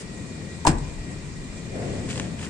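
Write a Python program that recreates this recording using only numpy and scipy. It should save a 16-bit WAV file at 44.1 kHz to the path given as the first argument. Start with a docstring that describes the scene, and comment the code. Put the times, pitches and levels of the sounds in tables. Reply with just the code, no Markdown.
"""Close by on an open lot, low rumble and two faint machine whines run throughout: banded noise, wavering sines.
A faint shoe scuff comes first. At 0.65 s a car door is pushed shut: blows ring the door and body modes,
the latch snaps over its striker in noise cracks and steel tones, the cabin booms, a dull echo follows.
From about 1.7 s the rumble swells; from 2.1 s a shoe scuffs on gritty concrete: hiss, ringing grains, cracks.
"""
import sys
import numpy as np
from scipy import signal
from scipy.io import wavfile

SR = 44100
rng = np.random.default_rng(int(sys.argv[2]) if len(sys.argv) > 2 else 0)


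def to_wav(sig):
    """Store sig (one row per channel, or 1-D mono) as 16-bit WAV at the path in sys.argv[1].

    Samples outside -1..1 are clipped; the rate is SR.
    """
    pcm = np.clip(np.atleast_2d(sig), -1, 1) * 32767
    pcm = np.round(pcm).astype(np.int16)
    wavfile.write(sys.argv[1], SR, pcm.T)  # frames by channels


N = 109853
T = np.arange(N) / SR

# Noise spectra. Each row: frequency in Hz, relative density in dB per Hz.
LOT_SPECTRUM = [(25, -13), (50, -11), (80, -0.5), (108, -8), (150, -2), (270, -9.5), (500, -18.5),
                (780, -26.5), (950, -23.5), (1100, -22.5), (1400, -32.5), (1750, -23.5), (2200, -25.5),
                (3100, -31.5), (4500, -28), (7500, -34.5), (9000, -29.5), (10000, -53), (12700, -39.5),
                (14000, -52)]
SWELL_SPECTRUM = [(30, -13), (50, -20), (75, -4.5), (120, 1.5), (220, -3), (400, -10.5), (650, -17),
                  (1000, -28), (2500, -31), (8000, -37.5), (11000, -72)]
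RUSH_SPECTRUM = [(100, -27), (280, -4), (450, 1.5), (660, -3.5), (900, -28), (2000, -16.5), (6000, -61)]
DEEP_SPECTRUM = [(25, 0), (40, 0), (70, -6), (110, -16), (300, -60), (1000, -90)]
SCUFF_SPECTRUM = [(300, 10), (1300, -5), (3100, -4.5), (4500, 3), (8500, -0.5), (10500, -1), (14000, -14)]
GRIT_SPECTRUM = [(300, -4), (900, 1), (1500, 0), (2600, 3), (3500, 0), (4500, -7), (6500, -6), (9000, -12),
                 (14000, -30)]
BODY_SPECTRUM = [(30, -16), (80, 1), (150, 2), (270, 4), (400, -1.5), (580, -8), (950, 0), (1250, -12),
                 (1600, -2.5), (2500, -22), (5000, -66)]
LATCH_SPECTRUM = [(1000, 5.5), (1800, -3), (2600, 0.5), (3400, -3.5), (4400, -1), (6300, -5), (7800, -4.5),
                  (9200, -2), (11000, -8), (14000, -16)]

# Levels of swelling rumble, low-mid rush and deepest flutter. Each row: time in seconds, level in dB.
SWELL_LEVEL = [(0, -49), (.2, -40.5), (.45, -39), (.6, -45), (.95, -44), (1.14, -37.5), (1.25, -45),
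               (1.45, -54), (1.53, -40), (1.7, -40), (1.8, -32), (1.95, -29), (2.09, -32), (2.22, -30.5),
               (2.32, -35), (2.49, -41)]
RUSH_LEVEL = [(0, -50.5), (1.62, -58), (1.74, -36.5), (1.83, -34), (1.95, -40.5), (2.08, -55),
              (2.17, -40.5), (2.3, -46.5), (2.49, -50.5)]
DEEP_LEVEL = [(0, -46), (.5, -63), (.9, -39.5), (1.15, -43.5), (1.55, -44), (2.05, -46), (2.3, -60),
              (2.49, -60)]

# Stereo likeness of noise. Each row: frequency in Hz, left-right correlation (no unit).
LIKENESS = [(30, .7), (80, .93), (200, .94), (430, .78), (720, .15), (1000, .1), (2200, .15), (5000, 0)]
# Stereo balance. Each row: frequency in Hz, left minus right in dB.
BALANCE = [(50, 0), (150, 5.5), (500, 2.5), (2000, 3), (4500, 1.5), (6300, -1.5), (8000, -0.5),
           (11000, -0.5)]
# Far machinery. Each row: frequency in Hz, waver in Hz, level in dB, pan in dB.
WHINES = [(1915, 12, -58.5, 8), (2410, 12, -59, 2)]

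# Shoe scuffs. Each row: centre in seconds, length in seconds, grinding level in dB, hiss level in dB.
SCUFFS = [(0.008, 0.05, -51, -42.5), (2.108, 0.042, -38.5, -38.5), (2.165, 0.077, -53.5, -42.5),
          (2.237, 0.11, -48.5, -51), (2.436, 0.081, -40.5, -41)]
# Grit cracks under the sole. Each row: start in seconds, level in dB, t60 in seconds.
GRIT = [(2.0895, -33, .02), (2.111, -33, .02), (2.129, -34, .02), (2.157, -33, .03), (2.1765, -31, .03),
        (2.1978, -23, .016), (2.393, -38, .03), (2.429, -39, .025)]
# Snap at the start of each crack. Each row: frequency in Hz, level in dB.
SNAP_MODES = [(1100, -3), (1750, -3), (2500, -1), (3300, -2), (4900, -6), (6500, -5)]

# Door meets body. Each row: time in seconds, level in dB, contact time in seconds, knock pitch in Hz.
BLOWS = [(0.6493, -18, .0011, 896), (0.6514, -10, 0.00032, 914), (0.657, -13, 0.0032, 736),
         (0.6695, -2.5, 0.00066, 995), (0.677, -32, 0.00048, 770)]
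# Modes of door skin and frame. Each row: frequency in Hz, level in dB, t60 in seconds.
DOOR_MODES = [(242, -23, .4), (300, -17, .22), (334, -27, .35), (398, -26, .25), (732, -26, .2),
              (786, -16, .14), (842, -23, .12), (890, -28, .12), (990, -16.5, .125), (1062, -22, .11),
              (1190, -29, .15), (1540, -26, .14), (1792, -31, .16), (2040, -30, .16), (2640, -28, .08)]
# Ringing of the rest of the body. Each row: frequency in Hz, t60 in seconds.
BODY_T60 = [(60, 0.88), (250, 0.45), (500, 0.41), (1000, 0.2), (2500, 0.23), (8000, .12)]
# Latch clicks. Each row: start in seconds, level in dB, treble pan in dB, treble lift in dB.
LATCH_CLICKS = [(0.6499, -18.5, -5, 5), (0.6666, -4, 3, 4.5), (0.6697, 4, 5, -10), (0.6733, -8.5, -10, 3),
                (0.678, -3.5, -12, 1), (0.683, -10, 2, 4.5), (0.689, -8, -3, 0), (0.6973, -13.5, 2, -7),
                (0.71, -13.5, -5, -13), (0.783, -27.5, -8, 8)]
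# Modes of latch steel. Each row: frequency in Hz, level in dB, t60 in seconds.
LATCH_MODES = [(1927, -6, .07), (2420, -6, .06), (2760, -6, .06), (4360, -4, .07), (5033, -5, .07),
               (5464, -11, .08), (7047, -7, .07), (7750, -7, .1), (8080, -9, .1), (8635, -10, .08)]
# Cabin air and large panels. Each row: start in seconds, frequency in Hz, level in dB, rise in seconds,
# t60 in seconds.
BOOMS = [(0.6715, 31, -16, .008, .2), (0.7415, 38, -23, .022, .34), (0.813, 34, -30, .02, .16),
         (0.675, 80, -20, .005, .24), (0.6765, 156, -14.5, .026, .05), (0.666, 308, -16.5, .028, .11),
         (0.79, 146, -27, .03, .22)]
# Left and right microphone ports. Each row: resonance in Hz, width in Hz, lift in dB.
PORTS = [(8680, 1150, 4.5), (7510, 670, 9.5)]

LOT_DB, RUMBLE_LAG_S = -37, .00014
WHINE_FLUTTER_DB, WHINE_SKIRT_HZ, WHINE_SKIRT_DB = 3, 90, -2
GRAINS_PER_S, GRAIN_SPREAD_DB, GRAIN_T60_CYCLES = 1800, 4.5, 10
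GRAIN_LOW_HZ, GRAIN_HIGH_HZ = 1400, 3300
SNAP_DB, SNAP_RISE_S, SNAP_T60_S = -1, .0003, .008
SCUFF_FLUTTER_DB, SHOE_PAN_DB, SHOE_LAG_S = 1, 5, .0001
KNOCK_DB, KNOCK_RISE_S, KNOCK_T60_S = -1.5, 0.0024, 0.028
BODY_DB, BODY_RISE_S = -17, 0.0035
DOOR_PAN_DB, SKIN_SPREAD_DB, DOOR_LAG_S = 3.5, 1.5, .00016
LATCH_SPLIT_HZ = 6600
STRIKE_SPREAD_DB, CHATTER_DB, CHATTER_HZ = 2, 3, 350
CRACK_DB, CRACK_T60_S, LATCH_RING_DB = -13.5, 0.015, -28
RATTLE_DB, RATTLE_T60_S = -29.5, 0.17
ECHO_DB, ECHO_T60_S, ECHO_DELAY_S, ECHO_CUT_HZ = -27.5, 0.63, 0.025, 1300
OVERLOAD = 2.2  # ceiling of the rounded peaks
SHELF_HZ, SHELF_DB, STOPBAND_HZ = 9280, -16, 15000


def from_db(db):
    """Decibels to gain."""
    return 10 ** (np.asarray(db) / 20)


def rms_one(x):
    """Scale to unit power."""
    return x / np.sqrt(np.mean(x ** 2) + 1e-20)


def at_hz(points, hz):
    """Read a table on a log-frequency axis."""
    table_hz, values = np.transpose(points)
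    return np.interp(np.log(hz), np.log(table_hz), values)


def level_over_time(points):
    """Gain curve from a table of times and levels."""
    return from_db(np.interp(T, *np.transpose(points)))


def pan(db):
    """Left and right gains for a level difference."""
    return from_db(np.array([[db], [-db]]) / 2)


def delayed(x, lag_s):
    """Shift by whole samples, wrapping round."""
    return np.roll(x, int(lag_s * SR))


def butter(x, order, hz, kind="low"):
    """Butterworth filter."""
    return signal.sosfilt(signal.butter(order, hz, kind, fs=SR, output="sos"), x)


def drift(rate_hz):
    """Random wander of spread about 1: noise through two equal low-pass poles, drawn every 40 samples."""
    r = np.exp(-80 * np.pi * rate_hz / SR)
    noise = rng.standard_normal(N // 40 + 2002)
    slow = signal.lfilter([1], [1, -2 * r, r * r], noise)[2000:]
    return np.interp(np.arange(N) / 40, np.arange(len(slow)), rms_one(slow))


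def decay(start, t60, rise=0.00017):
    """Envelope of a blow: quick rise, exponential fall."""
    age = np.maximum(T - start, 0)
    return (1 - np.exp(-age / rise)) * from_db(-60 * np.minimum(age / t60, 5))


def swing(start, hz, rise, t60):
    """A vibration that builds up smoothly, then dies away."""
    age = T - start
    build = np.sin(np.pi / 2 * np.clip(age / rise, 0, 1)) ** 2
    fall = from_db(-60 * np.clip((age - rise) / t60, 0, 5))
    return build * fall * np.sin(2 * np.pi * hz * age)


def ring(clicks, hz, t60):
    """Two-pole resonator: a unit click sets a decaying sine of height about 1 ringing."""
    r, w = from_db(-60 / (t60 * SR)), 2 * np.pi * hz / SR
    return signal.lfilter([0, np.sin(w)], [1, -2 * r * np.cos(w), r * r], clicks + 1e-18)


def noise_bands(spectrum):
    """Third-octave bands of stereo noise with total power 1: (centres in Hz, bands)."""
    edges = 22 * 2 ** (np.arange(29) / 3)
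    centres = np.sqrt(edges[1:] * edges[:-1])
    white = rng.standard_normal((2, 2, N))  # neighbouring bands use different noise
    bands = []
    for k, hz in enumerate(centres):
        mid, side = butter(white[k % 2], 2, edges[k:k + 2], "band")
        alike = np.clip(at_hz(LIKENESS, hz), -.99, .99)
        stereo = np.sqrt(1 + alike) * mid + np.sqrt(1 - alike) * side * [[1], [-1]]
        bands.append(from_db(at_hz(spectrum, hz)) * stereo)
    return centres, np.array(bands) / np.std(sum(bands))


def outdoor_noise(spectrum, patchy_db):
    """Noise whose bands flutter independently, each with its own stereo balance."""
    out = 0
    for hz, band in zip(*noise_bands(spectrum)):
        out = out + band * pan(at_hz(BALANCE, hz)) * from_db(patchy_db * drift(16))
    return out


def lot():
    """Steady rumble and hiss; low noise that swells and sinks, with a soft rush on top and deep flutter below."""
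    steady = from_db(LOT_DB) * outdoor_noise(LOT_SPECTRUM, patchy_db=1.42)
    swell = level_over_time(SWELL_LEVEL) * outdoor_noise(SWELL_SPECTRUM, patchy_db=1.0)
    rush = level_over_time(RUSH_LEVEL) * outdoor_noise(RUSH_SPECTRUM, patchy_db=1.5)
    deep = level_over_time(DEEP_LEVEL) * outdoor_noise(DEEP_SPECTRUM, patchy_db=3.5)
    left, right = steady + swell + rush + deep
    return np.array([delayed(left, RUMBLE_LAG_S), right])


def whines():
    """Faint wavering tones of far machinery, each in a narrow skirt of noise."""
    out = 0
    for hz, waver_hz, db, pan_db in WHINES:
        phase = 2 * np.pi * np.cumsum(hz + waver_hz * drift(15)) / SR
        tone = np.sin(phase) * from_db(WHINE_FLUTTER_DB * drift(10))
        skirt_t60 = np.log(1000) / (np.pi * WHINE_SKIRT_HZ)
        skirt = ring(rng.standard_normal((2, N)), hz, skirt_t60)
        out = out + from_db(db) * pan(pan_db) * (rms_one(tone) + from_db(WHINE_SKIRT_DB) * rms_one(skirt))
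    return out


def grains():
    """Dense ticks of sand under a sole, each ringing a few cycles at one of 14 pitches."""
    pitches = np.geomspace(GRAIN_LOW_HZ, GRAIN_HIGH_HZ, 14)
    sizes = from_db(GRAIN_SPREAD_DB * np.minimum(rng.exponential(1, N), 3))
    signed = sizes * rng.choice([-1, 1], N)
    ticks = signed * (rng.random(N) < GRAINS_PER_S / SR)
    dealt = rng.integers(0, len(pitches), N)
    out = 0
    for k, hz in enumerate(pitches):
        out = out + hz * ring(ticks * (dealt == k), hz, GRAIN_T60_CYCLES / hz)
    return rms_one(out)


def shoe():
    """The sole grinds over sand, with a thin hiss and single cracks of grit, each led by a modal snap."""
    grind, slide = 0, 0
    for s, length, grind_db, hiss_db in SCUFFS:
        stroke = np.exp(-(2 * (T - s) / length) ** 2)
        grind = grind + from_db(grind_db) * stroke
        slide = slide + from_db(hiss_db) * stroke
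    cracks = sum(from_db(db) * decay(s, t60) for s, db, t60 in GRIT)
    grit_noise = rms_one(noise_bands(GRIT_SPECTRUM)[1].sum(axis=0)[0])
    sand = grains() * grind + grit_noise * cracks
    for s, db, _ in GRIT:
        for hz, mode_db in SNAP_MODES:
            sand = sand + from_db(db + SNAP_DB + mode_db) * swing(s, hz, SNAP_RISE_S, SNAP_T60_S)
    hiss = sum(noise_bands(SCUFF_SPECTRUM)[1]) * slide * from_db(SCUFF_FLUTTER_DB * drift(83))
    return hiss + pan(SHOE_PAN_DB) * np.array([sand, delayed(sand, SHOE_LAG_S)])


def door():
    """Soft-edged blows ring the door's modes, a knock through the frame and the dense modes of the body."""
    force, knock = 0, 0
    for s, db, contact, knock_hz in BLOWS:
        push = np.exp(-((T - s) / (contact / np.pi)) ** 2)
        force = force + from_db(db) * push / push.sum()
        knock = knock + from_db(KNOCK_DB + db) * swing(s, knock_hz, KNOCK_RISE_S, KNOCK_T60_S)
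    skin = 0
    for k, (hz, db, t60) in enumerate(DOOR_MODES):
        sign = (-1) ** (k + 1)
        skin = skin + sign * from_db(db) * ring(force, hz, t60) * pan(SKIN_SPREAD_DB * rng.normal())
    body = 0
    for hz, band in zip(*noise_bands(BODY_SPECTRUM)):
        t60 = at_hz(BODY_T60, hz)
        power = sum((from_db(db) * decay(s, t60, BODY_RISE_S)) ** 2 for s, db, _, _ in BLOWS)
        body = body + band * np.sqrt(power)
    left, right = skin + knock
    return np.array([left, delayed(right, DOOR_LAG_S)]) + from_db(BODY_DB) * body


def latch():
    """Each click is a noise crack, a short rattle and a ring of small steel parts, with its own treble."""
    hiss = sum(noise_bands(LATCH_SPECTRUM)[1]) * rms_one(from_db(CHATTER_DB * drift(CHATTER_HZ)))
    dull = butter(hiss, 2, LATCH_SPLIT_HZ)
    # half a turn of the noise keeps the two ranges unrelated
    bright = butter(np.roll(hiss, N // 2, axis=1), 2, LATCH_SPLIT_HZ, "high")
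    dull_power, bright_power, steel = 0, 0, 0
    for s, db, pan_db, treble_db in LATCH_CLICKS:
        fall = from_db(CRACK_DB) * decay(s, CRACK_T60_S) + from_db(RATTLE_DB) * decay(s, RATTLE_T60_S)
        dull_power = dull_power + (from_db(db) * fall) ** 2
        bright_power = bright_power + (from_db(db + treble_db) * pan(pan_db) * fall) ** 2
    s, db, _, treble_db = np.transpose(LATCH_CLICKS)
    for hz, mode_db, t60 in LATCH_MODES:
        spread_db = STRIKE_SPREAD_DB * rng.standard_normal((len(s), 2)).T
        strength = from_db(db + treble_db * (hz > LATCH_SPLIT_HZ) + spread_db)
        clicks = np.zeros((2, N))
        clicks[:, (s * SR).astype(int)] = strength * rng.choice([-1, 1], (len(s), 2)).T
        steel = steel + from_db(mode_db) * pan(at_hz(BALANCE, hz)) * ring(clicks, hz, t60)
    noise = dull * np.sqrt(dull_power) + bright * np.sqrt(bright_power)
    return noise + from_db(LATCH_RING_DB) * steel


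def boom():
    """Cabin air and large panels take up the push of the seals, die away and rock again."""
    return sum(from_db(db) * swing(s, hz, rise, t60) for s, hz, db, rise, t60 in BOOMS)


def echo(x):
    """Dull scatter from the ground and the parked cars: convolution with decaying band noise."""
    noise = butter(rng.standard_normal((2, N)), 2, [200, ECHO_CUT_HZ], "band")
    tail = rms_one(noise * decay(ECHO_DELAY_S, ECHO_T60_S, rise=0.0048)) / np.sqrt(N)
    return from_db(ECHO_DB) * signal.fftconvolve(x, tail, axes=1)[:, :N]


def scene():
    """The lot and the shoe around the door close by."""
    around = lot() + whines() + shoe()
    shut = (door() + boom()) * pan(DOOR_PAN_DB) + latch()
    return around + shut + echo(shut)


def port(x, hz, width_hz, db):
    """A microphone port lifts one narrow band."""
    return x + (from_db(db) - 1) * signal.lfilter(*signal.iirpeak(hz, hz / width_hz, fs=SR), x)


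def record(dry):
    """Ports colour the sound, tanh rounds peaks, the top treble steps down, then a steep cut."""
    dry = np.array([port(x, *row) for x, row in zip(dry, PORTS)])
    dry = OVERLOAD * np.tanh(dry / OVERLOAD)
    below = signal.sosfilt(signal.ellip(8, .3, 60, SHELF_HZ, fs=SR, output="sos"), dry)
    above = butter(dry, 6, SHELF_HZ, "high")
    steep_cut = signal.cheby2(12, 70, STOPBAND_HZ, fs=SR, output="sos")
    return signal.sosfilt(steep_cut, below + from_db(SHELF_DB) * above)


dry = scene()
out = record(dry)
to_wav(out)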